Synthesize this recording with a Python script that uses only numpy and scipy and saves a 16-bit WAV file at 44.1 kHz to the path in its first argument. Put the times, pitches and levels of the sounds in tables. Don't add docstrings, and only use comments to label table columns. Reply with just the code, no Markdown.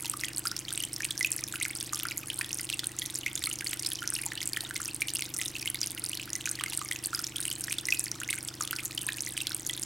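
import sys
import numpy as np
from scipy import signal
from scipy.fft import rfft, irfft
from scipy.io import wavfile

SR = 44100
rng = np.random.default_rng(int(sys.argv[2]) if len(sys.argv) > 2 else 0)


def waveform_to_disk(signal):
    frames = np.transpose(np.atleast_2d(signal))
    scaled = np.clip(frames, -1, 1) * 32767
    samples = np.round(scaled).astype(np.int16)
    wavfile.write(sys.argv[1], SR, samples)


N = 434385
IMPACT_LEAD_S = 0.0005


# start in seconds, pitch in Hz,
# relative level in dB, ring length in cycles, glide as a pitch ratio (below 1 it falls).
POOL_DROPS = [(0.046, 2770, -29.5, 3.8, 0.92), (0.047, 877, -43.5, 5, 1.5), (0.057, 3660, -20.5, 0.91, 1.1),
              (0.065, 4130, -35, 5, 1.2), (0.138, 1164, -30.5, 4, 1.2), (0.236, 2040, -22, 4.1, 0.85),
              (0.246, 3100, -23.5, 2.5, 1.1), (0.283, 2570, -27.5, 3.1, 1), (0.372, 4430, -28, 7.3, 1.2),
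              (0.454, 1300, -28.5, 9.3, 2), (0.471, 4970, -20.5, 15, 0.9), (0.516, 1350, -34.5, 7.5, 2),
              (0.565, 5200, -22, 8.5, 1.6), (0.683, 3130, -28, 13, 1.6), (0.706, 3500, -27, 3.6, 1.1),
              (0.719, 1440, -36.5, 4.5, 1.7), (0.75, 3700, -32, 6.1, 0.96), (0.776, 2370, -25.5, 2.1, 3.3),
              (0.804, 2900, -28.5, 11, 0.88), (0.837, 3100, -24.5, 10, 0.74),
              (1.005, 1650, -27.5, 3.9, 1.9), (1.032, 2270, -30, 11, 3.3), (1.05, 2680, -20.5, 1.2, 0.67),
              (1.108, 3320, -23.5, 12, 3), (1.209, 2055, -21, 12, 0.87), (1.2465, 2520, -16, 11, 1.1),
              (1.269, 2780, -29, 5.4, 1.4), (1.39, 2050, -30.5, 2.8, 0.86), (1.539, 1440, -29, 4.6, 1.8),
              (1.557, 2540, -28, 5, 2.9), (1.612, 2070, -26.5, 21, 4), (1.629, 3600, -24.5, 3.1, 1),
              (1.652, 2170, -22.5, 4.1, 0.92), (1.66, 1590, -30.5, 2.4, 1), (1.705, 2110, -31.5, 8.3, 2.2),
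              (1.809, 3430, -29, 3.6, 1), (1.931, 1220, -26.5, 3.3, 1.1), (1.972, 3200, -32, 4.5, 1.3),
              (1.999, 3230, -24.5, 1.7, 0.81), (2.033, 2880, -27, 3.5, 1), (2.053, 1350, -26, 5.9, 3.1),
              (2.11, 2600, -27, 3.8, 0.76), (2.117, 2140, -29, 7.5, 2.3), (2.232, 2330, -34.5, 6, 1.9),
              (2.301, 2920, -23, 9.3, 1.8), (2.333, 3330, -36, 9, 2), (2.395, 980, -43.5, 7.6, 1.7),
              (2.411, 1640, -24.5, 6.4, 2.8), (2.411, 2350, -27, 8.2, 2), (2.445, 3420, -27.5, 5.5, 0.99),
              (2.507, 2700, -28.5, 3.8, 0.85), (2.595, 1990, -30, 4.8, 1.1), (2.691, 3170, -28, 4.5, 1),
              (2.7, 2560, -20, 1.7, 0.93), (2.727, 3270, -24.5, 6.2, 3.5), (2.736, 2690, -28, 15, 1.1),
              (2.793, 3520, -26, 12, 0.59), (2.793, 4080, -18.5, 1.9, 1.2), (2.834, 1440, -33, 2.2, 1),
              (2.842, 3550, -24, 2.6, 2.2), (3.019, 3360, -23, 8.6, 0.76), (3.022, 1950, -35, 8.6, 1.1),
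              (3.055, 3650, -31, 4.5, 0.98), (3.1, 3440, -29, 4, 1.3), (3.233, 2770, -32.5, 12, 1.8),
              (3.263, 2080, -20.5, 11, 1.7), (3.28, 2420, -29, 7.6, 2.1), (3.377, 3760, -25.5, 3.5, 0.67),
              (3.421, 1960, -31, 2.8, 1), (3.425, 3750, -32, 6, 1.2), (3.439, 4220, -20, 2.1, 1),
              (3.44, 3440, -28, 10, 1), (3.458, 4360, -25, 8.4, 0.86), (3.471, 2090, -28, 9.7, 2.3),
              (3.472, 1250, -40, 8.6, 1.3), (3.513, 2760, -27, 5.6, 1.8), (3.609, 2290, -23, 1.4, 0.62),
              (3.621, 1580, -35.5, 11, 1.2), (3.664, 2160, -29, 2.6, 0.72), (3.67, 4370, -23.5, 12, 1.3),
              (3.732, 2450, -19.5, 0.99, 0.65), (3.832, 4600, -26, 3.5, 1.3), (3.848, 3940, -25, 3.7, 1.1),
              (3.861, 4380, -27, 8.2, 2.1), (3.864, 5000, -21, 14, 1.4), (3.918, 3120, -25, 7.9, 1.8),
              (3.988, 3050, -33.5, 26, 1.1), (4.021, 1464, -31.5, 8.6, 0.73), (4.029, 2920, -32, 4.5, 1.5),
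              (4.039, 1500, -34.5, 8.6, 3), (4.123, 1510, -33.5, 3, 1), (4.163, 2680, -28, 9.4, 1.9),
              (4.187, 2680, -33.5, 16, 1.1), (4.19, 1860, -34, 8.9, 2.3), (4.235, 2260, -30.5, 6.9, 1.6),
              (4.262, 830, -40, 6.4, 2.1), (4.319, 1830, -26, 4.2, 1), (4.376, 2800, -29.5, 15, 2.7),
              (4.405, 3100, -28, 10, 1.9), (4.416, 2040, -32.5, 11, 1.7), (4.429, 4330, -22.5, 2, 1.3),
              (4.533, 4570, -20.5, 5, 0.88), (4.544, 2340, -34.5, 9, 1.1), (4.564, 3190, -26.0, 6.1, 0.68),
              (4.571, 1760, -21, 3.5, 1.2), (4.607, 3740, -24, 4.3, 2.7), (4.635, 740, -40.5, 2.3, 0.81),
              (4.649, 3700, -33, 17, 1), (4.709, 1510, -28.5, 4.5, 1), (4.759, 2120, -28, 11, 0.91),
              (4.764, 3950, -21, 1.6, 1.1), (4.801, 1260, -32.0, 6, 3), (4.885, 2570, -32.5, 21, 1.7),
              (5.019, 2250, -19, 9.4, 1.35), (5.019, 4440, -32, 2.4, 1), (5.084, 2900, -31.5, 21, 2),
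              (5.084, 3600, -23, 1.4, 0.72), (5.102, 4300, -26.5, 4.1, 1.6), (5.155, 2700, -30.5, 14, 2.1),
              (5.193, 2490, -25.5, 2, 1.1), (5.222, 2270, -26.5, 4.3, 0.74), (5.222, 4210, -19.5, 1.6, 1.2),
              (5.254, 3650, -29, 2.9, 1.1), (5.392, 2000, -33, 17, 1.2), (5.399, 3550, -34, 4.4, 0.9),
              (5.415, 2470, -20, 1.5, 0.59), (5.458, 3610, -25, 7, 1.3), (5.553, 2630, -28, 12, 1),
              (5.565, 2640, -28.5, 9, 2.1), (5.627, 2430, -30, 3.9, 0.99), (5.658, 2150, -28.5, 16, 1),
              (5.675, 2870, -21, 10.5, 1.7), (5.746, 2100, -30, 7.7, 1.2), (5.756, 3720, -25, 1.6, 1.7),
              (5.831, 4700, -22, 16, 1.5), (5.841, 2630, -27, 2.3, 0.65), (5.977, 2860, -30.5, 6.4, 1.3),
              (5.98, 2070, -34, 5.1, 1), (6.114, 2500, -37, 5, 1.3), (6.132, 2900, -26.5, 11, 1.4),
              (6.173, 4000, -24.5, 3.2, 1.6), (6.197, 2500, -27.5, 8.2, 2), (6.228, 2680, -29, 2.2, 1.2),
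              (6.276, 1410, -39, 5.2, 1.1), (6.355, 2020, -37, 16, 1), (6.409, 2920, -31, 4.9, 1.6),
              (6.458, 2310, -27.5, 9.5, 3), (6.474, 1570, -27, 4.8, 0.7), (6.554, 4480, -29, 6.4, 0.94),
              (6.589, 1910, -30.5, 7.5, 0.88), (6.597, 3090, -30.5, 12, 1.5),
              (6.609, 1130, -33.5, 8.6, 2.8), (6.61, 2260, -25, 1.1, 1), (6.637, 2860, -26, 5.4, 1.1),
              (6.638, 1570, -25.5, 2.5, 2.7), (6.661, 2140, -27, 9.6, 0.92)]

def plinks(level_db=2.27):
    rows = with_repeat(POOL_DROPS)
    return from_db(level_db) * drops(rows, impact_db=-2, splash_db=-5.5, splash_s=0.0021, low_hz=2200)


# start in seconds, relative level in dB, pitch in Hz.
BAMBOO_DROPS = [(0.023, -19, 10000), (0.063, -27, 9800), (0.098, -9.5, 8300), (0.115, -18.5, 9300),
                (0.172, -20, 9050), (0.211, -20, 5340), (0.255, -19, 8400), (0.363, -17.5, 9200),
                (0.382, -10.5, 8100), (0.394, -15.5, 11000), (0.463, -23, 7500), (0.471, -18, 9000),
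                (0.481, -20.0, 11000), (0.515, -16, 5170), (0.591, -17.5, 6450), (0.727, -15, 8900),
                (0.737, -17.5, 9500), (0.758, -22, 9300), (0.777, -13.5, 8200), (0.803, -16, 9000),
                (0.825, -19, 11700), (0.837, -21, 5900), (0.851, -17, 8200), (0.932, -15, 8650),
                (0.941, -24, 8700), (0.963, -16.5, 5340), (1.021, -20.5, 5800), (1.046, -12.5, 8840),
                (1.05, -23, 6760), (1.063, -24, 9000), (1.107, -18, 8260), (1.178, -15.5, 5500),
                (1.193, -17.5, 9000), (1.209, -23, 5860), (1.229, -14, 5300), (1.234, -26, 5800),
                (1.26, -20, 12800), (1.272, -22, 6900), (1.318, -7, 7830), (1.327, -20, 5600),
                (1.333, -22.0, 9600), (1.364, -13.5, 10600), (1.382, -21.5, 5300), (1.439, -13, 5740),
                (1.525, -19, 7500), (1.557, -22, 10100), (1.601, -21, 6330), (1.626, -13.5, 9200),
                (1.63, -13, 8300), (1.661, -25, 10800), (1.682, -22, 8960), (1.71, -19.5, 9050),
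                (1.752, -18.5, 8950), (1.773, -21, 7900), (1.802, -18.5, 8900), (1.81, -19.5, 5140),
                (1.863, -29, 5860), (1.934, -13, 6660), (1.946, -16, 5560), (1.958, -17.5, 10300),
                (2.033, -14.5, 12600), (2.086, -18, 4700), (2.174, -15.5, 11700), (2.179, -14.5, 7000),
                (2.273, -21, 9200), (2.301, -24, 9200), (2.343, -20, 8500), (2.369, -27, 8400),
                (2.39, -12.5, 8900), (2.492, -23.5, 8800), (2.53, -13.5, 5840), (2.545, -15.5, 9600),
                (2.573, -21.5, 9000), (2.587, -17.5, 5900), (2.613, -20.0, 11200), (2.631, -24, 8800),
                (2.646, -20.5, 9200), (2.701, -16.5, 8260), (2.743, -17, 8600), (2.87, -10, 8830),
                (2.989, -13.5, 6500), (2.996, -17.5, 10700), (3.06, -18.5, 6300), (3.143, -18.0, 8500),
                (3.152, -18.5, 5200), (3.157, -13.5, 7200), (3.188, -16, 9900), (3.261, -29, 5670),
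                (3.355, -12, 6800), (3.393, -23, 8900), (3.439, -20.5, 9000), (3.452, -19, 8700),
                (3.458, -19, 11100), (3.47, -14, 9300), (3.499, -18.0, 8950), (3.529, -19, 6500),
                (3.557, -22, 6360), (3.588, -19.5, 5550), (3.609, -23, 9600), (3.645, -18.5, 8900),
                (3.669, -21.5, 8160), (3.693, -23, 8600), (3.713, -19.0, 8400), (3.738, -20, 11700),
                (3.795, -17, 5540), (3.798, -18.5, 8950), (3.863, -17, 8750), (3.871, -15.5, 8900),
                (3.918, -23, 10200), (3.933, -14, 10600), (3.956, -22, 5900), (4.076, -11.5, 5650),
                (4.103, -13.0, 8800), (4.138, -15.5, 8300), (4.142, -15.5, 10700), (4.152, -15.5, 5100),
                (4.166, -21.5, 10100), (4.188, -23, 8950), (4.218, -18, 9200), (4.258, -17.5, 9700),
                (4.263, -12.5, 7200), (4.416, -19.0, 6350), (4.457, -17, 8750), (4.475, -11.5, 7900),
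                (4.534, -20, 10000), (4.563, -28, 9000), (4.574, -21.5, 9100), (4.608, -19.5, 9000),
                (4.764, -17.5, 6100), (4.817, -17.5, 7600), (4.857, -16.5, 5550), (4.879, -19.5, 8700),
                (4.946, -14, 9000), (5.007, -19.5, 9000), (5.073, -21.0, 9000), (5.084, -27, 5100),
                (5.094, -20, 5500), (5.137, -15.0, 8400), (5.151, -11, 8700), (5.156, -14, 10500),
                (5.169, -17, 5170), (5.187, -22, 8200), (5.193, -23, 6800), (5.34, -20, 5800),
                (5.345, -18.0, 8200), (5.365, -18, 5870), (5.37, -17, 8500), (5.388, -13, 9600),
                (5.414, -17.5, 8600), (5.423, -20.0, 5640), (5.453, -20, 9150), (5.481, -17.0, 5700),
                (5.485, -23, 8300), (5.618, -21.5, 10200), (5.658, -16.5, 9900), (5.701, -12.5, 10300),
                (5.745, -15, 10700), (5.815, -10, 5760), (5.841, -21.5, 8600), (5.861, -17, 9500),
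                (5.872, -14.5, 6000), (5.996, -18.5, 9900), (6.04, -13.0, 9100), (6.062, -19, 4970),
                (6.088, -21.5, 9000), (6.095, -15, 9500), (6.152, -19, 10900), (6.332, -12.5, 6400),
                (6.354, -13.5, 5950), (6.457, -13.5, 6400), (6.465, -19, 6300), (6.492, -15.0, 6500),
                (6.514, -12, 8400), (6.638, -12.5, 8600)]

def ticks(level_db=-1.0, ring_s=0.0005):
    rows = [(start, hz, db, ring_s * hz, 1) for start, db, hz in with_repeat(BAMBOO_DROPS)]
    return from_db(level_db) * drops(rows, impact_db=5.5, splash_db=-10, splash_s=0.0018, low_hz=7780)


def with_repeat(rows, period_s=6.67678):
    rows = np.array(rows, float)
    again = np.column_stack([rows[:, 0] + period_s, rows[:, 1:]])
    return np.vstack([rows, again[again[:, 0] < N / SR]])


def drops(rows, impact_db, splash_db, splash_s, low_hz, high_hz=11300):
    rings, splashes = np.zeros((2, 2, N))
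    for start, hz, db, cycles, rise in rows:
        pan = from_db(0.5 * np.sqrt(1000 / hz) * np.array([[-1], [1]]))
        add(rings, start, pan * from_db(db) * basin_scatter(bubble(hz, cycles, rise)))
        add(splashes, start - IMPACT_LEAD_S, from_db(db + impact_db) * basin_scatter(np.ones(1)))
        add(splashes, start, from_db(db + splash_db) * spatter(splash_s))
    band = signal.butter(2, [low_hz, high_hz], "band", fs=SR, output="sos")
    return rings + signal.sosfilt(band, splashes)


def bubble(hz, cycles, rise, attack_cycles=0.62, neck_cycles=0.9, surface_age=2.7):
    turns = np.arange(int(5 * cycles / hz * SR) + 8) * hz / SR
    age = turns / cycles
    envelope = np.exp(-age - (age / surface_age) ** 2) * (1 - np.exp(-turns / attack_cycles))
    neck = 0.2 * np.exp(-turns / neck_cycles)
    glide = 1 + neck + (rise - 1) * np.tanh((age / 3) ** 2)
    return envelope / envelope.max() * np.sin(2 * np.pi * hz / SR * np.cumsum(glide))


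def spatter(decay_s, spread_db=7, size=900):
    grains = from_db(spread_db * np.minimum(rng.standard_normal(size), 2.5))
    return burst(decay_s, size) * grains / np.sqrt(np.mean(grains ** 2))


def basin_scatter(sound, echo_db=-30, decay_s=0.0034, gap_samples=30):
    paths = np.pad(from_db(echo_db) * burst(decay_s), ((0, 0), (gap_samples, 0)))
    paths[:, 0] = from_db(0.31 * rng.standard_normal() * np.array([1, -1]))
    return signal.fftconvolve(sound[None], paths, axes=1)


# pitch in Hz, typical relative level in dB.
SPRAY_BUBBLES = [(1700, -42), (2600, -37.5), (4200, -32), (7000, -31), (9200, -23.5), (13000, -41)]

def spray(count=1500, spread_db=4, follow_share=0.36, lag_s=0.0059, cycles=2.8, rise=1.3):
    out = np.zeros(N)
    chance, scatter = rng.random((count, 4)), rng.standard_normal((count, 2))
    drop_times = np.sort(np.r_[with_repeat(POOL_DROPS)[:, 0], with_repeat(BAMBOO_DROPS)[:, 0]])
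    click = from_db(-1) * np.array([1, 1, -1, -1]) / 2
    low_hz, high_hz = SPRAY_BUBBLES[0][0], SPRAY_BUBBLES[-1][0]
    for (when, kind, lag, size), (force, ring) in zip(chance, scatter):
        hz = low_hz * (high_hz / low_hz) ** np.sqrt(size)
        height = from_db(at_hz(SPRAY_BUBBLES, hz) + spread_db * min(force, 1.5))
        if kind < follow_share:
            start = drop_times[int(when * len(drop_times))] - lag_s * np.log(1 - lag)
        else:
            start = when * N / SR
        add(out, start - IMPACT_LEAD_S, height * click)
        add(out, start, height * bubble(hz, cycles * np.exp(np.tanh(ring)), rise))
    return signal.sosfilt(signal.butter(2, 1600, "high", fs=SR, output="sos"), out)


def burble(level_db=-48, spread_db=4, low_hz=1150, high_hz=5800, cycles=6, rise=1.4, count=2600):
    out = np.zeros(N)
    for when, size, force, ring in rng.random((count, 4)):
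        hz = low_hz * (high_hz / low_hz) ** np.sqrt(size)
        height = from_db(level_db + spread_db * (2 * force - 0.5))
        add(out, when * N / SR, height * bubble(hz, cycles * (0.5 + ring), rise))
    return out


# frequency in Hz, relative level in dB.
TAIL_SPECTRUM = [(300, -4), (850, 24), (1400, 19), (2400, 19), (4200, 13), (9000, 15), (16000, -5)]

def room_tail(water, level_db=-18, delay_s=0.006, t60_s=0.33):
    t = np.arange(SR // 2) / SR
    tail = coloured(TAIL_SPECTRUM, len(t), likeness=0.68) * from_db(-60 * t / t60_s)
    tail /= np.sqrt(np.sum(tail ** 2) / 2)
    tail = np.pad(tail, ((0, 0), (round(delay_s * SR), 0)))
    return from_db(level_db) * signal.fftconvolve(water.mean(axis=0)[None], tail, axes=1)[:, :N]


# frequency in Hz, relative level in dB.
WASH_SPECTRUM = [(100, -19), (450, -6.5), (800, -3), (2600, -7.5), (4200, -15.5), (7400, -13.5), (9000, -6),
                 (11500, -38), (16500, -53)]

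def wash(level_db=-55):
    return from_db(level_db) * coloured(WASH_SPECTRUM, N, likeness=0.69)


# multiple of the mains frequency, multiple of the rotor rate, rms level in dB.
HUM_LINES = [(0, 2, -66), (0, 3, -63.5), (0, 5, -54), (2, 0, -61.5), (3, 0, -64.5), (4, 0, -66.5),
             (5, 0, -72), (6, -1, -61), (6, 0, -60), (6, 1, -57), (6, 2, -61), (8, 0, -72.5), (9, 0, -73.5),
             (10, 0, -73)]
# time in seconds, time offset in seconds.
SPLICE_OFFSETS = [(3.4, .0306), (3.44, .0467), (4.78, .0467), (4.82, .0578)]

def motor(mains_hz=50.225, rotor_hz=24.96):
    t = np.arange(N) / SR
    rotor_turns = rotor_hz * (t - np.interp(t, *np.transpose(SPLICE_OFFSETS)))
    hum = np.zeros(N)
    for mains, rotor, db in HUM_LINES:
        turns = mains * mains_hz * t + rotor * rotor_turns
        hum += np.sqrt(2) * from_db(db) * np.cos(2 * np.pi * turns)
    return hum


# frequency in Hz, relative level in dB.
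ROOM_TONE_SPECTRUM = [(15, -24), (30, -4), (70, -25), (105, -10), (145, 0), (190, -5.5), (235, -3.5),
                      (330, -7.5), (700, -19), (3000, -23)]

def room_tone(level_db=-55):
    return from_db(level_db) * coloured(ROOM_TONE_SPECTRUM, N, likeness=0.995)


def coloured(spectrum, size, likeness):
    gains = from_db(at_hz(spectrum, np.arange(size // 2 + 1) * SR / size))
    mid, side = irfft(rfft(rng.standard_normal((2, size))) * gains, size)
    noise = np.sqrt(1 + likeness) * mid + np.sqrt(1 - likeness) * side * [[1], [-1]]
    return noise / noise.std()


def burst(decay_s, size=640):
    mid, side = rng.standard_normal((2, size)) * np.exp(-np.arange(size) / (decay_s * SR))
    return mid + 0.14 * side * [[1], [-1]]


def from_db(db):
    return 10 ** (np.asarray(db) / 20)


def at_hz(spectrum, hz):
    freqs, levels = np.transpose(spectrum)
    return np.interp(np.log(np.maximum(hz, 1)), np.log(freqs), levels)


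def add(track, start_s, sound):
    at = max(round(start_s * SR), 0)
    part = track[..., at:at + sound.shape[-1]]
    part += sound[..., :part.shape[-1]]


def scene(right_db=0.52, air_hz=11000):
    water = plinks() + ticks() + spray() + burble()
    air = signal.butter(4, air_hz, fs=SR, output="sos")
    far = signal.sosfilt(air, room_tail(water) + wash())
    pan = from_db([[-right_db], [right_db]])
    return (water + far) * pan + motor() + room_tone()


def record(dry, ceiling=0.32, cutoff_hz=16200):
    rounded = dry / (1 + (dry / ceiling) ** 4) ** (1 / 4)
    return signal.sosfilt(signal.ellip(10, 0.2, 80, cutoff_hz, fs=SR, output="sos"), rounded)


dry = scene()
out = record(dry)
waveform_to_disk(out)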